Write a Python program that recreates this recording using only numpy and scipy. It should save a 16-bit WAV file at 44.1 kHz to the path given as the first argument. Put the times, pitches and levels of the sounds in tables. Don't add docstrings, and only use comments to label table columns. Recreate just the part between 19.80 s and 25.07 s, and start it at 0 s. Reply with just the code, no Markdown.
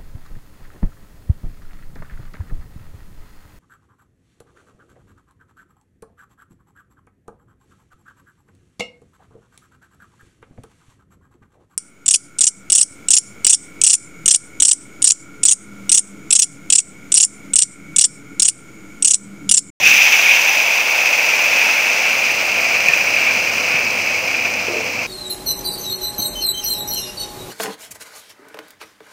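import sys
import numpy as np
from scipy import signal
from scipy.fft import rfft, irfft, next_fast_len
from scipy.io import wavfile

SR = 44100
rng = np.random.default_rng(int(sys.argv[2]) if len(sys.argv) > 2 else 0)


def generate_wav(sig):
    pcm = np.round(np.clip(np.atleast_2d(sig).T, -1, 1) * 32767).astype(np.int16)
    wavfile.write(sys.argv[1], SR, pcm)


def level_to_linear(level):
    exponent = np.asarray(level, float) / 20
    return 10 ** exponent


N = 232230
TIME = np.arange(N) / SR

# frequency [Hz], density [dB per Hz].
FAN_SPECTRUM = [(18, -54), (30, -16), (92, -5), (187, 0.5), (238, 3), (292, 1.5), (400, -3.5), (520, -10),
                (880, -120)]
# frequency [Hz], level [dB].
MOTOR_LINES = [(100, 3), (198, -8), (248, -1), (350, 0), (500, 6.5)]
# time [s], gain [dB].
AUTO_GAIN = [(0, 0.5), (.1, 0.5), (.22, -7), (.8, -11.5), (1.4, -10), (2.3, -5), (3.6, -1), (5.27, 1)]

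# start [s], peak [dB], pitch [Hz].
STOVE_THUDS = [
    (.77, -44, 70),
    (2.92, -43, 80),
    (3.087, -29, 153),
    (3.94, -28, 158),
]
# start [s], peak [dB], pitch [Hz].
UTENSIL_KNOCKS = [
    (4.883, -14, 463),
    (4.909, -20, 604),
    (5.004, -22, 690),
]
# start
# [s], peak [dB], pitch [Hz].
BOWL_RINGS = [(4.41, -27, 508), (4.89, -25.5, 348.6), (4.925, -27, 452), (4.925, -26, 602),
              (4.955, -23.5, 446), (4.958, -28, 349)]
# start [s], peak [dB], pitch [Hz].
PAN_WALL = [(3.086, -18.5, 1817)]

# start [s], peak [dB], pitch [Hz].
BUBBLE_SWELLS = [(.0615, -4, 2540), (.186, -3, 2450), (.493, -12, 2500), (.509, -6, 2350),
                 (1.665, -9, 2480), (3.084, 0.5, 2490), (3.096, -15, 2400), (3.134, -4, 2510),
                 (3.209, -7, 2400), (3.364, -5.5, 2520)]
# start [s], peak [dB], pitch [Hz].
DROPLET_PINGS = [(.0752, -5, 5800), (.1441, -8, 5700), (.163, -24, 5300), (.6938, -8, 5980)]
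# start [s], peak [dB].
FAT_POPS = [(.0752, -11), (.1455, -12), (.6933, -13), (1.0326, -17), (1.3957, -17), (1.6641, -17),
            (1.8462, -16), (3.0862, -5), (3.136, -19), (4.154, -20)]

# time [s], steam level [dB].
BOIL_LEVEL = [(0, -18.5), (.03, -14.5), (.07, -9.5), (.3, -11), (.56, -12), (.88, -14.5), (1.04, -15),
              (1.6, -14), (1.84, -13), (2.0, -15), (2.8, -16.5), (3.12, -16), (3.44, -17), (3.6, -17.5),
              (3.92, -18), (4.4, -20.3), (5.04, -22.5), (5.27, -23.5)]
# time [s], thickness [0-1].
THICKNESS = [(0, 0.02), (.6, 0.31), (1, 0.44), (2, 0.71), (3, 0.96), (4.2, 0.95), (5.27, 0.98)]
# centre [s], rise [dB], half length [s].
STEAM_FLARES = [(0.056, 0.5, 0.01), (0.516, 2, .02), (.56, 1.5, 0.02), (0.724, 0, .015), (1.52, 0, 0.011),
                (1.66, 0, 0.022), (1.803, 1.5, .02), (1.896, 1.5, .02), (2.078, 1, 0.02), (2.272, 2, 0.024),
                (3.204, 0, 0.011), (3.38, 2, 0.018), (3.485, 3.5, 0.025), (3.965, 2.5, .03),
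                (4.28, 1.5, 0.018), (4.549, 5, 0.0083), (4.658, 4, 0.009), (4.79, 2.5, .015)]
# frequency [Hz], density [dB per Hz].
GURGLE_IN_THIN = [(150, -37), (250, -24), (380, -21), (520, -10), (700, -4), (880, -3.5), (1050, -9.5),
                  (1200, -15.5), (1600, -28), (2800, -100)]
GURGLE_IN_THICK = [(120, -36), (200, -12.5), (241, -15.5), (392, -12), (504, -3.5), (668, -2), (794, -5.5),
                   (1300, -11.5), (1690, -30.5), (2860, -120)]

# frequency [Hz], width [Hz], level in thin [dB], in thick sauce [dB].
PORT_RESONANCES = [(1472, 550, -20, -11), (2350, 397, -4.5, 4), (2545, 363, 2, 4), (3200, 1500, -15, -44),
                   (5010, 750, -15.5, -18), (5956, 960, -10.5, -18.5), (7170, 600, -24.5, -32),
                   (11400, 1400, -32.5, -44), (13600, 820, -28, -38), (15200, 820, -29, -38)]
# frequency [Hz], density [dB per Hz].
BURST_COLOUR = [(200, -41), (1150, -37), (1700, -17.5), (3300, -27), (4100, -25.5), (8500, -35),
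                (9800, -44.5), (12300, -41.5), (14400, -36), (16000, -36.5)]

# level at mid boil in thin paste [dB], share of the boil's change [ratio],
# change in thick sauce [dB], first splash [dB], splash fade [s].
FIZZ_LAW = (-25.5, 0.71, -1.5, 2, 0.34)
SPRAY_LAW = (-35, 0.86, -3.5, 0.5, 0.4)
GURGLE_LAW = (-28, 0.46, -0.5, -8.5, 0.26)


def evened(x):
    return x / np.sqrt(np.mean(x ** 2) + 1e-20)


def read(points, hz):
    f, value = np.transpose(points)
    return np.interp(np.log(hz + 1), np.log(f + 1), value)


def curve(rows):
    seconds, values = np.transpose(rows)
    return np.interp(TIME, seconds, values)


def causal(gain, size=8192):
    hz = abs(np.fft.fftfreq(size, 1 / SR))
    log_gain = np.log(np.maximum(gain(hz), 1e-5))
    return np.fft.ifft(np.exp(np.conj(signal.hilbert(log_gain)))).real[:size // 2]


def coloured(drive, colour):
    return evened(signal.oaconvolve(drive, colour)[:N])


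def wander(lo_hz, hi_hz):
    size = next_fast_len(N)
    hz = np.fft.rfftfreq(size, 1 / SR)
    shape = 1 / np.sqrt((1 + (lo_hz / (hz + 1e-3)) ** 2) * (hz + lo_hz) * (1 + (hz / hi_hz) ** 2))
    return evened(irfft(rfft(rng.standard_normal(size)) * shape, size)[:N])


def add(mix, s, sound):
    part = mix[round(s * SR):][:len(sound)]
    part += sound[:len(part)]


def kitchen():
    rumble = coloured(rng.standard_normal(N), causal(lambda hz: level_to_linear(read(FAN_SPECTRUM, hz))))
    lines = np.zeros(N)
    for hz, db in MOTOR_LINES:
        waver_db = 0.62 * wander(0.88, 6.8)
        lines += level_to_linear(db + waver_db) * np.sin(2 * np.pi * (hz * TIME + rng.random()))
    gain_db = curve(AUTO_GAIN)
    return level_to_linear(-46.5 + 1.15 * gain_db) * lines + level_to_linear(-39.5 + 0.86 * gain_db) * rumble


def blows(rows, rise_s, t60, tail_db, tail_t60):
    t, out = np.arange(SR // 2) / SR, np.zeros(N)
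    noise = rng.standard_normal((len(rows), len(t)))
    for (s, db, hz), z in zip(rows, noise):
        rise = 1 - np.exp(-(t / rise_s) ** 2)
        ring = level_to_linear(-60 * t / t60) * np.sin(2 * np.pi * hz * t) * rise
        tail = evened(np.convolve(z, ring)[:len(t)])
        tail *= level_to_linear(tail_db - 60 * t / tail_t60) * (1 - np.exp(-t / 0.04))
        add(out, s, level_to_linear(db) * (ring / abs(ring).max() + tail))
    return out


def stove_thuds():
    return blows(STOVE_THUDS, rise_s=0.0037, t60=0.08, tail_db=-15, tail_t60=0.2)


def utensil():
    knocks = blows(UTENSIL_KNOCKS, rise_s=0.0015, t60=0.02, tail_db=-12, tail_t60=0.35)
    bowl = blows(BOWL_RINGS, rise_s=0.0057, t60=0.28, tail_db=-18, tail_t60=0.24)
    return knocks + bowl


def pan_wall():
    return blows(PAN_WALL, rise_s=0.0028, t60=0.21, tail_db=-29, tail_t60=0.2)


def bubble_swells():
    return blows(BUBBLE_SWELLS, rise_s=0.0019, t60=0.021, tail_db=-22, tail_t60=0.1)


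def droplet_pings():
    return blows(DROPLET_PINGS, rise_s=0.0005, t60=0.0068, tail_db=-28, tail_t60=0.05)


def port_colour(thick):
    def gain(hz):
        power = level_to_linear(2 * read(BURST_COLOUR, hz))
        for f, width, *db in PORT_RESONANCES:
            power = power + level_to_linear(2 * db[thick]) / (1 + (2 * (hz - f) / width) ** 2) ** 1.703
        return np.sqrt(power)
    return causal(gain)


def pops():
    t, puffs = np.arange(200) / SR, np.zeros(N)
    noise = np.diff(rng.standard_normal((len(FAT_POPS), len(t) + 1)))
    colour = port_colour(0)
    for (s, db), z in zip(FAT_POPS, noise):
        puff = np.convolve(z * level_to_linear(-60 * t / 0.006), colour)
        add(puffs, s, level_to_linear(db) * puff / abs(puff).max())
    return puffs


def bursts(per_s, spread_db):
    hit, sign, size = rng.random((N, 3)).T
    size_db = spread_db * np.minimum(-np.log(size + 1e-9), 4)
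    return evened((hit < per_s / SR) * np.sign(sign - 0.5) * level_to_linear(size_db))


def thickening(drive, thin_colour, thick_colour):
    share = np.clip(curve(THICKNESS), 0, 1)
    return (1 - share) * coloured(drive, thin_colour) + share * coloured(drive, thick_colour)


def follow(mid_db, share, thick_db, splash_db, fade_s):
    splash = np.minimum(TIME / 0.056, 1) * np.exp(-np.maximum(TIME - 0.078, 0) / fade_s)
    boil_db = curve(BOIL_LEVEL) + 16
    return level_to_linear(mid_db + share * boil_db + thick_db * curve(THICKNESS) + splash_db * splash)


def gurgle():
    drive = evened(rng.standard_normal(N) + 0.54 * bursts(600, 1.0))
    drive *= level_to_linear(0.25 * wander(0.91, 30))
    thin = causal(lambda hz: level_to_linear(read(GURGLE_IN_THIN, hz)))
    thick = causal(lambda hz: level_to_linear(read(GURGLE_IN_THICK, hz)))
    return follow(*GURGLE_LAW) * thickening(drive, thin, thick)


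def layer(drive, lo_hz, hi_hz):
    band = signal.firwin(301, [lo_hz, hi_hz], pass_zero=False, fs=SR)
    return thickening(signal.oaconvolve(drive, band, "same"), port_colour(0), port_colour(1))


def flares_db():
    return sum(db * np.exp(-0.5 * ((TIME - s) / half_s) ** 2) for s, db, half_s in STEAM_FLARES)


def sizzle():
    spit_db = 0.72 * wander(2.1, 120)
    crackle = bursts(2400, 4.1)

    steam = evened(rng.standard_normal(N) + 0.35 * crackle)
    steam *= level_to_linear(spit_db + 0.5 * wander(17.0, 44))
    steam = level_to_linear(curve(BOIL_LEVEL) + flares_db()) * layer(steam, 300, 3900)

    fizz = evened(rng.standard_normal(N) + 0.64 * crackle)
    fizz *= level_to_linear(0.65 * spit_db + 0.73 * wander(5.1, 100))
    fizz = follow(*FIZZ_LAW) * layer(fizz, 3900, 8800)

    fine = evened(rng.standard_normal(N) + 0.5 * crackle + 0.72 * bursts(2400, 2.9))
    mist = fine * level_to_linear(0.45 * spit_db + 0.91 * wander(3.2, 100))
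    spray = fine * level_to_linear(0.45 * spit_db + 0.91 * wander(3.2, 100))
    spray = level_to_linear(-5.0) * layer(spray, 8800, 12600) + level_to_linear(-0.3) * layer(mist, 12600, 17000)
    return steam + fizz + follow(*SPRAY_LAW) * spray


def scene():
    background = kitchen() + stove_thuds() + utensil()
    pan = pan_wall() + bubble_swells() + droplet_pings() + pops() + gurgle() + sizzle()
    return (background + pan)[None]


def top_cut(x):
    return signal.sosfilt(signal.butter(12, 16940, fs=SR, output="sos"), x)


def record(dry):
    flat = np.clip(dry, -0.99, 0.99)
    thin = signal.sosfilt(signal.butter(1, 60, "high", fs=SR, output="sos"), flat)
    low_pass = signal.firwin(1023, 15760, window=("kaiser", 11), fs=SR)
    band = signal.oaconvolve(thin, low_pass[None], "same")
    return top_cut(band)


dry = scene()
out = record(dry)
generate_wav(out)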